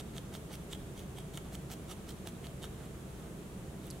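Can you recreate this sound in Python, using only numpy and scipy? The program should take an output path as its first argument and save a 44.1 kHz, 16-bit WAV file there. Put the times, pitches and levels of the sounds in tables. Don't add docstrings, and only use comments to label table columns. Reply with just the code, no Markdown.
import sys
import numpy as np
from scipy import signal
from scipy.fft import rfft, irfft
from scipy.io import wavfile

SR = 44100
rng = np.random.default_rng(int(sys.argv[2]) if len(sys.argv) > 2 else 0)


def persist_wave(psi):
    counts = np.round(np.clip(psi, -1, 1) * 32767).astype(np.int16)
    wavfile.write(sys.argv[1], SR, np.atleast_2d(counts).T)


N = 176400
T = np.arange(N) / SR
BIN_HZ = np.fft.rfftfreq(N, 1 / SR)


def amp(db):
    return 10 ** (np.asarray(db) / 20)


def unit(x):
    return x / np.sqrt(np.mean(x ** 2) + 1e-20)


def read(points, hz):
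    f, value = np.transpose(points)
    return np.interp(np.log(hz + 1), np.log(f + 1), value)


def wander(rate_hz):
    return unit(irfft(rfft(rng.standard_normal(N)) * np.exp(-(BIN_HZ / rate_hz) ** 2), N))


def noise(spectrum):
    return unit(irfft(rfft(rng.standard_normal(N)) * amp(read(spectrum, BIN_HZ)), N))


def swell(middle_s, half_s, shape=2):
    return np.exp(-.5 * abs((T - middle_s) / half_s) ** shape)


def ring(x, gain, size=4096):
    log_gain = np.log(gain(abs(np.fft.fftfreq(size, 1 / SR))) + 1e-5)
    response = np.fft.ifft(np.exp(np.conj(signal.hilbert(log_gain)))).real[:size // 2]
    return signal.oaconvolve(x, response / np.linalg.norm(response))[:len(x)]


def add(mix, start_s, sound):
    part = mix[max(round(start_s * SR), 0):][:len(sound)]
    part += sound[:len(part)]


# frequency in Hz, relative density in dB.
AIR_SPECTRUM = [(10, -58), (22, -14), (40, -6.5), (58, -7), (75, -3), (100, -9.5), (133, 0), (160, -3),
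                (190, -3.5), (265, -11.5), (315, -9.5), (410, -10), (490, -15.5), (660, -19), (850, -23),
                (1300, -25), (2000, -30), (3300, -32), (5000, -38), (7000, -33.5), (9500, -34),
                (12000, -37.5), (15800, -44.5)]
# frequency in Hz, left-right correlation.
AIR_CORRELATION = [(30, 0.91), (140, 0.98), (300, 0.85), (600, 0.72), (1200, 0.13), (2500, 0.12),
                   (8000, 0.083), (15000, 0.18)]
# frequency in Hz, level in dB.
VENT_TONES = [(59.3, -56.5), (188.5, -58.5), (314, -65.5), (657, -70)]

def room_hum(air_db=-45.5, waver=.3, drift_rad=1.0, left_db=-.4, right_db=.25):
    left, other = noise(AIR_SPECTRUM), noise(AIR_SPECTRUM)
    same = read(AIR_CORRELATION, BIN_HZ)
    right = irfft(same * rfft(left) + np.sqrt(1 - same ** 2) * rfft(other), N)
    tones = np.zeros(N)
    for hz, db in VENT_TONES:
        level = 1 + waver * wander(4.5)
        phase = 2 * np.pi * hz * T + drift_rad * wander(1.43)
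        tones += amp(db) * unit(level * np.sin(phase))
    return (amp(air_db) * np.array([left, right]) + tones) * amp([[left_db], [right_db]])


def fibre_slips(per_s, spread_db):
    impulses = (rng.random(N) < per_s / SR) * rng.choice([-1, 1], N)
    return impulses * amp(spread_db * np.minimum(rng.exponential(1, N), 4))


def recolour(x, spread_db=2.5, step_hz=350, count=256):
    bumps_db = spread_db * rng.standard_normal(count)
    return ring(x, lambda f: amp(np.interp(f, np.arange(count) * step_hz, bumps_db)))


def barb_snap(decay_s=.0009, size=400):
    crumble = rng.standard_normal(size) * np.exp(-T[:size] / decay_s)
    burst = crumble / np.linalg.norm(crumble) - signal.unit_impulse(size)
    return burst / np.linalg.norm(burst)


# middle in s, half length in s, level in dB, body offset in dB, squash level in dB.
NEEDLE_STABS = [(.001, 0.0072, -47.5, 3, -66), (0.171, 0.02, -53.5, -4, -54), (.352, 0.017, -50, 1, -51),
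                (0.536, 0.018, -51, 0, -50.5), (.727, 0.018, -50.5, 1.5, -55),
                (0.995, .025, -55.5, 1.5, -62), (1.187, 0.019, -54.5, 2, -70),
                (1.361, 0.021, -53.5, 1.5, -60), (1.544, 0.013, -49, -0.5, -52),
                (1.724, 0.014, -46, 0, -50), (1.913, 0.017, -47.5, 2, -67), (2.099, 0.016, -49, -0.5, -54),
                (2.276, 0.013, -51, 2, -52), (2.457, .018, -56, 5.5, -57), (2.642, 0.015, -50.5, 3, -56)]
# start in s, level in dB, body offset in dB.
BARB_SNAPS = [(.005, -32, -5), (0.1674, -29, 6), (0.176, -24, -6), (0.1815, -20, 1.5), (0.342, -30, 3),
              (.3514, -27, 7), (.540, -37, 12), (.555, -25, -8), (0.7326, -24.5, 5.5), (.735, -26, -7),
              (0.7517, -29, 1), (1.185, -27, 4), (1.3442, -35, 7), (1.3744, -16, 0), (1.378, -25, 5.5),
              (1.5528, -22, 1), (1.7015, -26, -6), (1.924, -29, -8), (2.091, -41, -5), (2.2695, -31, -6),
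              (2.2735, -18.5, -0.5), (2.281, -31, 2), (2.4691, -32, 11), (2.629, -22.5, -6),
              (2.6417, -25.5, 5.5)]
# frequency in Hz, relative gain in dB.
FIZZ_SPECTRUM = [(100, -45), (1500, -12.5), (4000, 5.5), (4800, -2.5), (5600, 0.5), (7000, 1), (9300, -1),
                 (12000, -5.5), (15800, -11)]
# frequency in Hz, width in Hz, relative gain in dB.
BODY_MODES = [(725, 204, 2.5), (1310, 143, -1), (1780, 160, -6.5), (2230, 170, -2), (2980, 280, -2.5),
              (3320, 320, 3.5), (3760, 150, 3)]
# frequency in Hz, relative gain in dB.
SQUASH_SPECTRUM = [(150, 0), (500, 12), (1400, 1), (2300, -3.5), (4500, -7), (15000, -35)]

def needle_and_block(f):
    return np.sqrt(sum(amp(db) ** 2 / (1 + ((f * f - hz * hz) / (width_hz * f + 1)) ** 2)
                       for hz, width_hz, db in BODY_MODES))


def stabs(clump_db=2.5, clump_hz=260, body_db=-1, pull_db=-18.5, pull_after_s=.082, snap_fizz_db=-4.5):
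    slips = fibre_slips(per_s=8000, spread_db=3)
    slips = unit(slips * amp(clump_db * wander(clump_hz)))
    fizz, body, squash = np.zeros((3, N))
    for middle_s, half_s, db, offset_db, squash_db in NEEDLE_STABS:
        fibres = amp(db) * recolour(slips)
        thrust = fibres * swell(middle_s, half_s, shape=2.3)
        pull = fibres * amp(pull_db) * swell(middle_s + pull_after_s, half_s=.02)
        fizz += thrust
        body += thrust * amp(body_db + offset_db) + pull
        entry_s = middle_s - 1.35 * half_s
        squash += amp(squash_db) * swell(entry_s, half_s / 2)
    for start_s, db, offset_db in BARB_SNAPS:
        burst = amp(db) * barb_snap()
        add(fizz, start_s, burst * amp(snap_fizz_db))
        add(body, start_s, burst * amp(body_db + offset_db))
    crunch = ring(fizz, lambda f: amp(read(FIZZ_SPECTRUM, f))) + ring(body, needle_and_block)
    return crunch + squash * noise(SQUASH_SPECTRUM)


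# middle in s, half length in s, level in dB.
HAND_BRUSHES = [(1.466, 0.016, -57), (2.825, 0.036, -58), (3.22, 0.036, -56.5)]
# frequency in Hz, relative gain in dB.
BRUSH_SPECTRUM = [(200, -20), (600, 5), (1300, 0.5), (2200, -7.5), (3500, -7), (5000, -17), (9000, -13),
                  (15000, -27)]

def brushes(rough_db=3, rough_hz=80):
    level = sum(amp(db) * swell(middle_s, half_s) for middle_s, half_s, db in HAND_BRUSHES)
    return noise(BRUSH_SPECTRUM) * level * amp(rough_db * wander(rough_hz))


# middle in s, half length in s, level in dB.
WOOL_SQUEEZES = [(2.846, 0.016, -62.5), (3.143, .05, -69), (3.45, .08, -68), (3.88, 0.057, -59)]
# frequency in Hz, relative gain in dB.
WOOL_SPECTRUM = [(300, -23), (2000, -7), (3600, 2.5), (5000, -9), (9000, -5), (15000, -13)]

def wool():
    crackle = unit(fibre_slips(per_s=1500, spread_db=4))
    level = sum(amp(db) * swell(middle_s, half_s) for middle_s, half_s, db in WOOL_SQUEEZES)
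    return ring(crackle * level, lambda f: amp(read(WOOL_SPECTRUM, f)))


# start in s, level in dB, low edge in Hz, high edge in Hz.
HANDLING_TICKS = [(3.8688, -30, 9000, 17000), (3.903, -23, 4000, 10000), (3.9074, -28, 5500, 11000),
                  (3.908, -22, 10500, 11500), (3.9095, -29, 4400, 5100), (3.914, -31, 4300, 4960)]

def ticks(order=13):
    out = np.zeros(N)
    for start_s, db, low_hz, high_hz in HANDLING_TICKS:
        band = lambda f: 1 / ((1 + (low_hz / (f + 1)) ** order) * (1 + (f / high_hz) ** (2 * order)))
        add(out, start_s, ring(-amp(db) * signal.unit_impulse(512), band))
    return out


def space(x, near_db=-10, near_decay_s=.0038, room_db=-11.5, room_t60_s=1, left_lag_s=1e-5):
    t = T[:SR // 2]
    near = rfft(rng.standard_normal(len(t)) * np.exp(-t / near_decay_s) * (t > .0004), N)
    width = amp(near_db) * irfft(rfft(x) * near / (abs(near) + 1e-9), N)
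    lagged = irfft(rfft(x) * np.exp(-2j * np.pi * BIN_HZ * left_lag_s), N)
    far = rng.standard_normal((2, len(t))) * np.exp(-np.log(1000) * t / room_t60_s) * (t > .006)
    tail = amp(room_db) * signal.fftconvolve(x[None], far / np.linalg.norm(far[0]), axes=1)[:, :N]
    return (np.array([lagged + width, x - width]) + tail) * amp([[-4], [-1.08]])


def scene():
    return room_hum() + space(stabs() + brushes() + wool() + ticks())


def record(dry):
    lowpass = signal.firwin(511, 15850, window=("kaiser", 9), fs=SR)
    return signal.oaconvolve(dry, lowpass[None], "same")


dry = scene()
out = record(dry)
persist_wave(out)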